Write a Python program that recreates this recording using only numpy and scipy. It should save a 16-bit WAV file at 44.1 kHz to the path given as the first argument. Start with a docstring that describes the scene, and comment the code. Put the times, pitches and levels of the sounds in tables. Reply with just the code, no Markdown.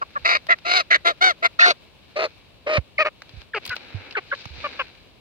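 """A young chicken is caught in the grass: two short clucks and a run of harsh squawks,
then more clucks as it is set on a coop roof. A pulsing voice rings in four throat resonances; some calls crack.
Feathers and dry grass rustle (flickering noise), claws tick on wire and roofing (tiny noise bursts),
and the hand bumps a small two-port camera (sagging low tones). Quiet open air (steady noise) lies behind it all."""
import sys
import numpy as np
from scipy import signal
from scipy.fft import rfft, irfft
from scipy.io import wavfile
from scipy.ndimage import uniform_filter1d, minimum_filter1d

SR = 44100
rng = np.random.default_rng(int(sys.argv[2]) if len(sys.argv) > 2 else 0)


def to_wav(sig):
    """Store sig (one row per channel, or 1-D mono) as 16-bit WAV at the path in sys.argv[1].

    Samples outside -1..1 are clipped; the rate is SR.
    """
    pcm = np.clip(np.atleast_2d(sig), -1, 1) * 32767
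    pcm = np.round(pcm).astype(np.int16)
    wavfile.write(sys.argv[1], SR, pcm.T)  # frames by channels


N = 229540
T = np.arange(N) / SR
CUTOFF_HZ = 15900

# spectrum of the outdoor background, only its shape counts: (frequency [Hz], relative density [dB])
AIR_SPECTRUM = [(15, -67), (25, -28.5), (46, 2.5), (91, 3.5), (253, -4.5), (421, -6), (631, -7), (762, -12),
                (1050, -11.5), (1450, -18.5), (2060, -18), (2630, -11.5), (3930, -14), (5880, -29),
                (15500, -35)]
AIR_DB = -53
# spectrum of rubbing feathers and grass, only its shape counts: (frequency [Hz], relative density [dB])
RUSTLE_SPECTRUM = [(150, -22.5), (250, -2.5), (353, -5.5), (525, -2.5), (593, -9), (809, -6), (1120, -12.5),
                   (1590, -4.5), (1920, -9.5), (2280, 0), (3220, -9.5), (3960, -3.5), (6650, -28),
                   (13700, -66), (15500, -36.5)]
# strength of the rubbing, light in the grass and stronger toward the roof: (time [s], level before a trim [dB])
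RUSTLE_DB = [(0, -58.5), (.23, -50.5), (.45, -55), (1.4, -58), (1.83, -57.5), (1.95, -63.5), (2.25, -52.5),
             (2.5, -61.5), (3.15, -63.5), (3.41, -50), (3.51, -70), (3.64, -44), (4.05, -41), (4.25, -50.5),
             (4.39, -46.5), (4.51, -50), (4.62, -39), (4.78, -40), (4.92, -51.5), (5.19, -66)]
# treble of the rubbing, duller in the air and brighter on the roof: (time [s], treble gain [dB])
RUSTLE_TREBLE_DB = [(3.4, 4), (3.85, -3), (4.1, -6.5), (4.4, 10), (4.75, -1), (5.1, 6)]

# short clucks: (start [s], length [s], first pitch [Hz], last pitch [Hz], roughness [0-1],
# beak factor on the resonances, level of each of the four throat resonances before their gain [dB, four columns])
CLUCKS = [ (0.012, 0.026, 703, 539, 0.75, 1.35, -30.5, -21.5, -42.5, -48.5),
          (0.156, 0.029, 620, 532, 0.56, 0.74, -33, -24, -29.5, -52),
          (3.541, 0.05, 502, 376.5, 0.27, 1.16, -29, -31.5, -26, -42.5),
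          (3.704, 0.039, 541, 471, 0.3, 1.08, -40, -38, -32, -41),
          (4.163, 0.037, 501, 342.6, 0.25, 1.08, -29, -29, -23.5, -44.5),
          (4.319, 0.030, 545.4, 559, 0.39, 0.85, -30.5, -30.5, -25.5, -58),
          (4.637, 0.041, 620, 552, 0.31, 1.2, -33, -26.5, -34, -52),
          (4.789, 0.039, 592, 489, 0.34, 1.28, -36, -25, -24.5, -49)]
# thin, near-pure notes where the voice cracks or screams:
# (start [s], length [s], first pitch [Hz], middle pitch [Hz], last pitch [Hz], level before flutter [dB])
SQUEAKS = [ (0.015, 0.0255, 1344, 1130, 1093, -28), (0.15, 0.034, 1360, 1170, 1080, -30.5),
           (0.519, 0.014, 2150, 1891, 1860, -21), (0.935, 0.019, 2103, 1999, 1860, -9),
           (1.588, 0.092, 1306, 1440, 1305, -16.5), (1.591, 0.014, 1997, 1850, 2160, -5.5),
           (1.603, 0.02, 2550, 2530, 2530, -16), (1.615, 0.045, 1850, 1810, 1790, -7),
           (2.979, 0.011, 2380, 2150, 1900, -10.5), (3.532, 0.02, 1980, 1580, 1360, -26),
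           (3.698, 0.052, 1576, 1456, 1426, -28.5), (4.148, 0.025, 2000, 1490, 1660, -23.5),
           (4.31, 0.021, 1936, 1468, 1400, -24.5)]
# forced cries: (start [s], length [s], top pitch [Hz], roughness [0-1], beak factor on the resonances,
# place of greatest effort [0-1], loss of level per call length away from it [dB],
# level of each of the four throat resonances before their gain [dB, four columns])
SQUAWKS = [ (0.241, 0.15, 699.5, 0.51, 1.046, .4, 11.7, -34, -20.5, -18, -22),
           (0.481, 0.073, 716, 0.39, .9, 0.55, 39, -28.5, -16, -6.5, -21.5),
           (0.644, 0.19, 735.7, 0.42, 1.09, 0.64, 19.8, -31, -18, -19.5, -18.5),
           (0.900, 0.078, 716.5, 0.6, 0.9, .4, 9.9, -24, -44, -2.5, -12.5),
           (1.043, 0.094, 715.7, 0.39, 0.91, .35, 28.6, -25, -17, -15.5, -17),
           (1.205, 0.13, 758.5, 0.28, 0.91, 0.34, 13, -27, -18, -17, -17.5),
           (1.419, 0.065, 739, 0.42, 0.97, 0.64, 30, -27.5, -15, -11.5, -17),
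           (1.586, 0.15, 726, 0.41, 1.054, .6, 1.3, -21, -20.5, -20.5, -18.5),
           (2.154, 0.13, 663, 0.57, 1.126, .70, 5.6, -22.5, -30, -29.5, -32.5),
           (2.66, 0.14, 639, 0.48, 1.13, .85, 12.2, -20.5, -26, -20, -29),
           (2.98, 0.07, 650, 0.27, 1.12, 0.51, 5.3, -21, -21.5, -17.5, -33),
           (3.043, 0.056, 653.6, 0.52, 1.1, .55, 11, -22.5, -20, -19.5, -34.5)]
# throat resonances: (centre [Hz], width [Hz], how far it follows the beak factor [0-1], gain [dB])
THROAT = [(527.5, 674, 0.3, -1.5), (1286, 1010, 0, -1.5), (2063, 1410, 1, -1), (3968, 2140, 0.64, -3.5)]
# how far each throat resonance follows the swell of effort: (share, one per resonance)
SWELL_SHARE = (0.14, 0.76, 0.98, 1.09)
# overtones above the throat: (frequency [Hz], relative level [dB])
EDGE = [(3000, -31.5), (5000, -3.5), (6000, 6.5), (7000, -4), (9000, -10), (12000, -20.5), (16000, -17)]

# dry ticks of claws, wire and stalks:
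# (time [s], base level [dB], then relative level of its body, middle and top [dB, three columns])
TICKS = [(0.106, -40, -8.5, -6, -34), (0.4684, -34.5, 1, 12, -27), (0.5865, -30, -10.5, 7, -40),
         (3.22, -38.5, 9, -27, -32), (3.2928, -32.5, -8.5, 8, -46), (3.4173, -31, -4.5, -22, -44),
         (3.6524, -14, -38, 6, -37), (3.6632, -18, -12, -3, -29), (3.6756, -25.5, -31, 14.5, -28),
         (3.6933, -32, -4.5, 24.5, -22), (3.7557, -30.5, -6, 11, -28), (3.7647, -19.5, -4, 6.5, -42),
         (4.1087, -24.5, -14, 10, -52), (4.1246, -34.5, -3, 15, -39), (4.3496, -32, 1, -18, -43),
         (4.4552, -19.5, -8, -1, -45)]
# bands of a tick: (low edge [Hz], high edge [Hz], decay [s], gain [dB])
TICK_BANDS = [(503, 4200, 0.0022, -15.5), (2270, 5000, 0.0051, -31), (5560, 23000, 0.003, 0.5)]
# soft bumps of steps and handling: (time [s], level before a boost [dB], starting pitch [Hz], final pitch [Hz], decay [s])
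BUMPS = [(2.781, -10.5, 170, 51.5, 0.01), (3.335, -39, 154, 86.6, 0.037), (3.37, -31, 100.3, 54, 0.016),
         (3.692, -32.5, 119, 85, 0.0086), (3.945, -22.5, 119, 95.4, 0.021), (4.46, -26.5, 148, 80, 0.0062),
         (4.505, -38, 86, 71.2, 0.068), (4.581, -28.5, 101, 85.5, 0.0061), (0.218, -44.5, 91, 66, 0.046)]

# where the bird is: (time [s], how much later it reaches the left port [ms])
BEARING = [(0, .35), (1.45, .33), (1.6, .26), (2.2, .17), (2.7, .17), (3.55, -.03), (3.7, .03), (4.2, .17),
           (4.8, .07)]
# colour of the half-covered left port: (frequency [Hz], left minus right [dB])
PORT = [(300, 2), (700, 0), (1400, 3), (2050, -1.5), (2700, 6), (3500, 1), (4000, 2), (4900, 5.5),
        (8000, 2), (15000, 1.5)]
# further lag of the half-covered left port: (frequency [Hz], phase lag [rad])
PORT_LAG = [(2000, 0), (2700, .6), (3500, 2), (4400, 2.5), (5000, 3)]

# a squawk opens fast and closes more slowly; a cluck is a quick puff
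SQUAWK_ATTACK_S, SQUAWK_RELEASE_S, CLUCK_ATTACK_S, CLUCK_RELEASE_S = .011, 0.028, 0.0063, 0.011
# the pitch scoops up into a squawk and drops out of it (shares of the pitch);
# a cry shorter than FULL_DROP_S falls less far
SCOOP, SCOOP_S, DROP, DROP_S, FULL_DROP_S = .16, .010, 0.2835, .025, .13
# away from the greatest effort, pitch and roughness ease (share per call length)
PITCH_EASE, ROUGH_EASE = .08, 0.21
# a forced voice throbs: average rate, depth in level, depth in pitch (share)
THROB_HZ, THROB_DB, THROB_BEND = 51.76, 1.23, 0.017
# a forced voice cannot hold its pitch: share at full roughness, lurches per second
LURCH, LURCH_PER_S = 0.0274, 93
# upper resonances fade before the lowest (extra power on the envelope)
FADE_FIRST = 0.15
# during a whistle the lowest resonance is starved (dB) and the rasp clears (share)
STARVE_DB, CLEARING = -11, 0.21


def gain_of(db):
    """Turns decibels into an amplitude factor."""
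    return 10 ** (np.asarray(db) / 20)


def evened(x):
    """Scales a sound to an average (rms) strength of 1."""
    return x / np.sqrt(np.mean(x ** 2) + 1e-20)


def read(points, hz):
    """Reads a curve between its points, with frequency on a log axis."""
    f, value = np.transpose(points)
    return np.interp(np.log(hz + 1), np.log(f + 1), value)


def colour(x, points, share=1):
    """Strengthens or weakens each frequency of x by a curve in dB."""
    size = x.shape[-1]
    curve_db = share * read(points, np.fft.rfftfreq(size, 1 / SR))
    return irfft(rfft(x) * gain_of(curve_db), size)


def add(mix, s, sound):
    """Mixes a sound in at time s, cutting off what runs past the end."""
    part = mix[..., max(0, round(s * SR)):][..., :sound.shape[-1]]
    part += sound[..., :part.shape[-1]]


def band(x, lo_hz, hi_hz, order=2):
    """Keeps the frequencies between two edges, using only past samples."""
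    edges = [lo_hz, min(hi_hz, SR / 2 - 1)]
    return signal.sosfilt(signal.butter(order, edges, "band", fs=SR, output="sos"), x)


def wander(size, rate):
    """Random drift: straight lines between chance values, drawn rate times a second."""
    at = np.arange(size) * rate / SR
    return np.interp(at, np.arange(size), rng.standard_normal(size))


def steadied(x, span_s=0.018):
    """Takes the slow swell out of x and keeps its fast grain."""
    size = max(int(span_s * SR), 2)
    power = uniform_filter1d(uniform_filter1d(x ** 2, size), size)
    return x / np.sqrt(abs(power) + 1e-12)


def envelope(t, attack_s, release_s):
    """Attack, hold and release, squared so that the ends are gentle."""
    rise = np.clip(t / attack_s, 0, 1)
    fall = np.clip((t[-1] - t) / release_s, 0, 1)
    return (rise * fall) ** 2


def noise_pair(likeness):
    """White noise at two ports, sharing the given part of its power."""
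    shared = np.sqrt(likeness) * rng.standard_normal(N)
    return shared + np.sqrt(1 - likeness) * rng.standard_normal((2, N))


def air(swell_db=1):
    """Quiet open-air background: coloured noise, largely unrelated at the two ports."""
    wash = evened(colour(noise_pair(.25), AIR_SPECTRUM))
    return gain_of(AIR_DB + swell_db * wander(N, 37)) * wash


def rustle(trim_db=-1, flicker_db=0.5, grain_db=3, treble_hz=2900):
    """Feathers and stalks rub in many tiny slips: noise whose level jumps quickly."""
    stroke_db = np.interp(T, *np.transpose(RUSTLE_DB))
    treble_db = np.interp(T, *np.transpose(RUSTLE_TREBLE_DB))
    slips = noise_pair(0.36) * gain_of(grain_db * wander(N, 1500) + flicker_db * wander(N, 67))
    rub = evened(colour(slips, RUSTLE_SPECTRUM))
    high_pass = signal.butter(2, treble_hz, "high", fs=SR, output="sos")
    treble = signal.sosfiltfilt(high_pass, rub)
    return gain_of(stroke_db + trim_db) * (rub + (gain_of(treble_db) - 1) * treble)


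def resonance(x, hz, width_hz, steep=2.457):
    """Keeps what lies around one resonance, where the air in the throat rings most easily."""
    f = np.fft.rfftfreq(len(x), 1 / SR)
    return irfft(rfft(x) * (1 + (2 * (f - hz) / width_hz) ** 2) ** -steep, len(x))


def whistling(t, fade_s=0.0027):
    """How fully the syrinx (the bird's voice organ) is in its whistle at times t, 0-1."""
    amounts = []
    for s, length, *_ in SQUEAKS:
        edges = np.clip(np.minimum(t - s, s + length - t) / fade_s, 0, 1)
        second_half = np.clip(2 * (s + length - t) / length, 0, 1)  # eases off from the middle on
        amounts.append(edges * second_half)
    return np.max(amounts, axis=0)


def clap_train(t, hz, rough, jitter=0.0526, slip=0.33, smear=0.171, shimmer_db=6, stumble=60, breath=1.86):
    """The syrinx claps once a cycle; when forced, the claps come uneven and every other one weakens."""
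    # the pitch trembles, and single claps slip early or late
    turns = np.cumsum(hz * (1 + jitter * rough * wander(len(t), 251.7))) / SR
    turns = turns + slip * rough ** 2 * wander(len(t), 600)
    # the windpipe smears each clap, its overtones arriving a little later
    overtones = np.arange(1, int(16000 / hz.max()))
    claps = evened(sum(np.cos(2 * np.pi * k * turns - smear * k ** 2) for k in overtones))
    # the strong-weak pattern keeps losing its step, which fills the gaps between the harmonics
    step = stumble * np.cumsum(wander(len(t), 400.3)) / SR
    weak = 1 + rough * np.cos(np.pi * turns + 2 * np.pi * step)
    uneven = gain_of(rough * shimmer_db * wander(len(t), 611.3))
    # breath noise is strongest at the start of each cycle
    puffs = evened((0.13 + np.exp(-(turns % 1))) * rng.standard_normal(len(t)))
    return band((claps + breath * rough ** 2 * puffs) * weak * uneven, 270, CUTOFF_HZ, order=4)


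def syrinx(t, hz, rough, beak, levels, rattle_db=4, edge_db=-21, flutter_db=3):
    """Claps of the syrinx ring in four throat resonances, which the beak factor shifts."""
    whistle = whistling(t)
    rough = rough * (1 - CLEARING * whistle)
    drive = clap_train(t, hz, rough)
    levels = [levels[0] * gain_of(STARVE_DB * whistle), *levels[1:]]
    voice = gain_of(edge_db) * levels[-1] * steadied(colour(drive, EDGE))
    for (centre, width, follow, db), level, share in zip(THROAT, levels, SWELL_SHARE):
        # each resonance flutters by itself as the bird struggles
        flutter = gain_of(flutter_db * np.sqrt(rough * share) * wander(len(t), 110))
        ring = steadied(resonance(drive, centre * beak ** follow, width), span_s=0.011)
        voice = voice + gain_of(db) * level * flutter * ring
    return voice * gain_of(rough * rattle_db * wander(len(t), 130))


def cluck(start, length, first_hz, last_hz, rough, beak, *levels_db, sag_curve=.7):
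    """A short puff of voice whose pitch slides, fastest at first, usually downward."""
    t = np.arange(0, length, 1 / SR)
    hz = first_hz + (last_hz - first_hz) * (t / length) ** sag_curve
    shape = envelope(t, CLUCK_ATTACK_S, CLUCK_RELEASE_S)
    levels = [shape * gain_of(db) for db in levels_db]
    return start, syrinx(start + t, hz, rough, beak, levels)


def squeak(start, length, first_hz, middle_hz, last_hz, db, waver=0.039, overtone_db=-22, flutter_db=3):
    """A near-pure note that bends as the syrinx catches."""
    t = np.arange(0, length, 1 / SR)
    bend = np.polyfit([0, .5, 1], [first_hz, middle_hz, last_hz], 2)
    hz = np.polyval(bend, t / length)
    phase = 2 * np.pi * np.cumsum(hz * (1 + waver * wander(len(t), 900))) / SR
    note = evened(np.sin(phase) + gain_of(overtone_db) * np.sin(2 * phase))
    level = gain_of(db + flutter_db * wander(len(t), 700))
    return start, note * level * envelope(t, attack_s=0.0064, release_s=0.0067)


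def ticks():
    """Each tick is a noise burst in three bands that dies within milliseconds."""
    out, t = np.zeros((2, N)), np.arange(SR // 25) / SR
    for s, base_db, *levels in TICKS:
        for (lo, hi, decay, trim_db), db in zip(TICK_BANDS, levels):
            shared, *own = rng.standard_normal((3, len(t)))
            burst = band((shared + np.array(own)) * np.exp(-t / decay), lo, hi, order=4)
            add(out, s, gain_of(base_db + db + trim_db) * evened(burst))
    return out


def bumps(rise_s=0.0031, sag_s=0.0084, boost_db=8):
    """Low thuds through the camera body, mostly at the right port; their pitch sags as they die."""
    out, t = np.zeros(N), np.arange(SR // 4) / SR
    for s, db, start_hz, end_hz, decay in BUMPS:
        turns = np.cumsum(end_hz + (start_hz - end_hz) * np.exp(-t / sag_s)) / SR
        shape = (1 - np.exp(-t / rise_s)) * np.exp(-t / decay)
        add(out, s, gain_of(db + boost_db) * -np.sin(2 * np.pi * turns) * shape)
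    return out * gain_of([[-17], [0]])  # left, right


def squawk(start, length, top_hz, rough, beak, crest, swell_db, *levels_db):
    """One arch of effort makes the cry higher, brighter and rougher; it throbs as it is held."""
    t = np.arange(0, length, 1 / SR)
    slack = abs(t / length - crest)  # distance from the greatest effort
    throb = np.sin(2 * np.pi * np.cumsum(THROB_HZ * (1 + 0.18 * wander(len(t), 40))) / SR)
    scoop = 1 - SCOOP * np.exp(-t / SCOOP_S)
    drop = 1 - DROP * min(length / FULL_DROP_S, 1) * np.exp(-((length - t) / DROP_S) ** 2)
    lurch = LURCH * rough * wander(len(t), LURCH_PER_S)
    hz = top_hz * scoop * drop * (1 - PITCH_EASE * slack + THROB_BEND * throb + lurch)
    shape = envelope(t, SQUAWK_ATTACK_S, SQUAWK_RELEASE_S)
    effort_db = THROB_DB * throb - swell_db * slack
    levels = [shape ** (0.95 + FADE_FIRST * share) * gain_of(db + share * effort_db)
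              for db, share in zip(levels_db, SWELL_SHARE)]
    return start, syrinx(start + t, hz, rough * (1 - ROUGH_EASE * slack), beak, levels)


def ground(s, sound, near_db=-11, far_db=-38, far_s=0.029):
    """One call at the two ports: direct, scattered off hand and grass (anew each call), and echoed by the pen."""
    t = np.arange(SR // 5) / SR
    near, far = rng.standard_normal((2, 2, len(t))) * (t > .0007)
    near = band(near * np.exp(-t / .002), 2500, 12000, order=1)
    far = far * np.exp(-t / far_s)
    paths = gain_of(near_db) * near / np.linalg.norm(near[0])
    paths += gain_of(far_db) * far / np.linalg.norm(far[0])
    # direct sound: a click 12 samples in, with the left port later by the bearing
    lag = np.interp(s, *np.transpose(BEARING)) * SR / 1000
    paths[:, :48] += np.sinc(np.arange(48) - 12 - np.array([[lag], [0]]))
    return s, signal.fftconvolve(sound[None], paths, axes=1)


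def chicken():
    """All calls, heard by two ports a little apart."""
    out = np.zeros((2, N))
    for call, table in (cluck, CLUCKS), (squeak, SQUEAKS), (squawk, SQUAWKS):
        for row in table:
            add(out, *ground(*call(*row)))
    return out


def scene():
    """The bird, its handling and the open air."""
    return air() + rustle() + chicken() + ticks() + bumps()


def limit(x, ceiling=0.91):
    """Eases the gain down around any peak that would overload."""
    gain = np.minimum(1, ceiling / (abs(x).max(0) + 1e-9))
    return x * uniform_filter1d(minimum_filter1d(gain, size=441), size=441)


def record(dry):
    """The two ports colour and delay the sound differently; then the limiter and the treble cut-off."""
    lag = np.exp(-1j * read(PORT_LAG, np.fft.rfftfreq(N, 1 / SR)))
    # each port takes half of the left-right difference
    left = irfft(rfft(colour(dry[0], PORT, share=.5)) * lag, N)
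    right = colour(dry[1], PORT, share=-.5)
    low_pass = signal.firwin(511, CUTOFF_HZ, window=("kaiser", 9), fs=SR)
    return signal.oaconvolve(limit(np.array([left, right])), low_pass[None], "same")


dry = scene()
out = record(dry)
to_wav(out)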